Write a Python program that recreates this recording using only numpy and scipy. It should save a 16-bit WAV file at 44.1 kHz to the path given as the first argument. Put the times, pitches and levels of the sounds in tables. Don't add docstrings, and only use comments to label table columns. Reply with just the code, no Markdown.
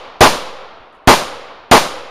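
import sys
import numpy as np
from scipy import signal
from scipy.fft import rfft, irfft, next_fast_len
from scipy.io import wavfile
from scipy.ndimage import uniform_filter1d

SR = 44100
rng = np.random.default_rng(int(sys.argv[2]) if len(sys.argv) > 2 else 0)


def linear_from_db(decibels):
    return 10 ** (np.asarray(decibels, float) / 20)


def unload_audio(sound):
    columns = np.transpose(np.atleast_2d(sound))
    steps = np.round(np.clip(columns, -1, 1) * 32767)
    wavfile.write(sys.argv[1], SR, steps.astype(np.int16))


N = 92610

# frequency in Hz, level in dB per Hz.
BANKS_COLOUR = [(24, -55), (40, -28), (211, -7), (392, -16), (514, -8.5), (888, -14), (1350, -7),
                (3740, -5.5), (15000, -20.5)]


def at_hz(points, hz):
    table_hz, value = np.array(points).T
    return np.interp(np.log(hz), np.log(table_hz), value)


def third_octaves(spectrum, white):
    centre_hz = 25 * 2 ** (np.arange(29) / 3)
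    bin_hz = np.maximum(np.arange(len(white) // 2 + 1) * SR / len(white), 20)
    coloured = rfft(white) * linear_from_db(at_hz(spectrum, bin_hz))
    octaves_off = np.abs(np.log2(bin_hz / centre_hz[:, None]))
    bands = irfft(coloured * np.maximum(1 - 3 * octaves_off, 0), len(white))
    return centre_hz, bands / bands.sum(axis=0).std()


def coloured_noise(spectrum):
    return third_octaves(spectrum, rng.standard_normal(N))[1].sum(axis=0)


def still_air():
    # frequency in Hz, level in dB per Hz.
    air_colour = [(25, -3), (150, -17), (240, -9.5), (1000, -18), (1400, -20.5), (5000, -50), (10500, -44),
                  (14000, -77.5)]
    return linear_from_db(-58.5) * coloured_noise(air_colour)


def drums(white):
    # frequency in Hz, width in Hz, level in dB.
    drum_modes = [(530, 20, -38), (845, 20, -44), (495, 20, -45)]
    peak_s, sharpness = 0.27, 9.0
    u = np.arange(len(white)) / SR / peak_s
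    total = 0
    for hz, width_hz, db in drum_modes:
        hum = signal.lfilter(*signal.iirpeak(hz, hz / width_hz, SR), white)
        total = total + linear_from_db(db) * hum / hum.std()
    return total * (u * np.exp(1 - u)) ** sharpness


def echoes(white):
    # frequency in Hz, level in dB per Hz.
    bay_colour = [(40, -23), (90, -19.5), (250, 0.5), (900, 3.7), (1400, -6), (1800, -10.5), (4000, -15.5),
                  (14000, -29.5)]
    trees_colour = [(60, -14.5), (190, -18.5), (500, -7), (1300, -5), (1650, -12), (4000, -9.5),
                    (7500, -18), (14500, -71)]
    # frequency in Hz, time to fall 60 dB in seconds.
    bay_t60_s = [(60, 0.27), (300, 0.13), (1000, .16), (4000, 0.21), (12000, 0.28)]
    banks_t60_s = [(100, 0.36), (500, 0.68), (2000, 0.34), (6000, 0.49), (11000, 0.5), (15000, .26)]
    trees_t60_s = [(100, 2.18), (700, 3.01), (3000, 1.67), (6500, 0.87), (13000, .5)]
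    # delay in seconds, swell in dB, width in seconds.
    swells = [(.062, 5, 0.0069), (0.138, 8.5, 0.03), (.175, 1, 0.0066), (.21, 1.5, 0.015), (.245, 3, 0.029),
              (.28, 0, 0.0061), (0.319, -4, .008), (.43, 2, 0.016)]
    swell_top_hz = 2500

    t = np.arange(white.shape[-1]) / SR
    swell_db = sum(db * np.exp(-.5 * ((t - s) / width_s) ** 2) for s, db, width_s in swells)
    # colour, level in dB, decay, rise in seconds, hold in seconds.
    fields = [
        (bay_colour, 7, bay_t60_s, 0.003, 0.021),
        (BANKS_COLOUR, -9.5, banks_t60_s, 0.003, 0),
        (trees_colour, -24, trees_t60_s, 0.077, 0),
    ]
    out = 0
    for noise, (colour, db, t60_s, rise_s, hold_s) in zip(white, fields):
        hz, bands = third_octaves(colour, noise)
        gain_db = -60 * np.maximum(t - hold_s, 0) / at_hz(t60_s, hz)[:, None]
        gain_db = gain_db + swell_db / (1 + (hz[:, None] / swell_top_hz) ** 2)
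        rise = 1 - np.exp(-(t / rise_s) ** 2)
        out = out + (bands * linear_from_db(db + gain_db)).sum(axis=0) * rise
    return out + drums(white[0, ::-1])


def muzzle(t, blast_db):
    crack_s, lag_s, blast_s, suck_s = 0.0015, 0.0023, 0.003, 0.0004
    crack_band = signal.butter(1, [1500, 10000], "band", fs=SR, output="sos")
    crack = signal.sosfilt(crack_band, rng.standard_normal(len(t)))
    crack = linear_from_db(-5) * crack * (t / crack_s * np.exp(1 - t / crack_s)) ** 2
    suck = linear_from_db(-1) * np.exp(-((t - lag_s + suck_s / 2) / suck_s) ** 2)
    u = np.maximum(t - lag_s, 0) / blast_s
    blast = linear_from_db(blast_db) * (u > 0) * (1 - u) * np.exp(-u)
    return crack - suck + blast


def microphone_swing(t, db):
    dip_s, dip_sharpness, back_s, back_share = 0.08, 5.0, 0.115, 0.3
    dip, back = t / dip_s, t / back_s
    overshoot = back_share * back * np.exp(1 - back)
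    return linear_from_db(db) * (overshoot - (1 + back_share) * (dip * np.exp(1 - dip)) ** dip_sharpness)


def shots():
    # start in seconds, strength in dB, blast in dB, share of echoes common to all shots (0-1).
    firings = [
        (-.36, 0.85, 22, 0.66),
        (0.2066, 0.68, 12, 0.37),
        (1.0731, 0.25, 20, 0.84),
        (1.7122, 0.45, 10.5, 1),
    ]
    swings_db = [-23, -17, -23, -20]
    lead = SR // 2
    size = next_fast_len(int(1.1 * SR))
    t = np.arange(size) / SR
    out = np.zeros(lead + N + size)
    common = echoes(rng.standard_normal((3, size)))
    fade = np.clip((t[-1] - t) / 0.2, 0, 1)
    for (s, db, blast_db, share), swing_db in zip(firings, swings_db):
        own = echoes(rng.standard_normal((3, size)))
        tail = np.sqrt(share) * common + np.sqrt(1 - share) * own
        i = lead + int(s * SR)
        out[i:i + size] += fade * (linear_from_db(db) * tail + muzzle(t, blast_db) + microphone_swing(t, swing_db))
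    return out[lead:lead + N]


def wind_puff():
    t = np.arange(N) / SR
    centre_s, width_s, top_hz = 0.805, 0.015, 100
    low = signal.sosfilt(signal.butter(2, top_hz, fs=SR, output="sos"), rng.standard_normal(N))
    return linear_from_db(-45) * low / low.std() * np.exp(-.5 * ((t - centre_s) / width_s) ** 2)


def spent_case():
    # start in seconds, peak in dB.
    ticks = [(.9255, -59), (.934, -63), (.948, -57), (.957, -62), (.967, -64), (.982, -66), (1.046, -66)]
    tick_hz, t60_s = 8500, 0.04
    t = np.arange(N) / SR
    band = signal.butter(2, [tick_hz / 1.4, tick_hz * 1.3], "band", fs=SR, output="sos")
    hiss = signal.sosfilt(band, rng.standard_normal(N))
    level = 0
    for s, db in ticks:
        level = level + (t >= s) * linear_from_db(db - 60 * np.maximum(t - s, 0) / t60_s)
    return hiss * level


def scene():
    return (still_air() + shots() + wind_puff() + spent_case())[None]


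def top_cut(x):
    return signal.sosfilt(signal.butter(12, 15480, fs=SR, output="sos"), x)


def record(dry):
    # frequency in Hz, width in Hz, depth (0-1).
    recorder_dips = [(7830, 580, .9), (11100, 89, .6)]
    ceiling, knee = 0.965, 4.5
    x = dry / (1 + np.abs(dry / ceiling) ** knee) ** (1 / knee)
    smear = int(0.008 * SR)
    spread = uniform_filter1d(uniform_filter1d(np.abs(x), smear), smear)
    x = x + linear_from_db(-33) * spread * coloured_noise(BANKS_COLOUR)
    for hz, width_hz, depth in recorder_dips:
        x = x - depth * signal.lfilter(*signal.iirpeak(hz, hz / width_hz, SR), x)
    x = signal.sosfilt(signal.ellip(10, 0.5, 60, 15300, fs=SR, output="sos"), x)
    x = signal.lfilter(*signal.butter(1, 10500, fs=SR), x)
    return top_cut(x)


dry = scene()
out = record(dry)
unload_audio(out)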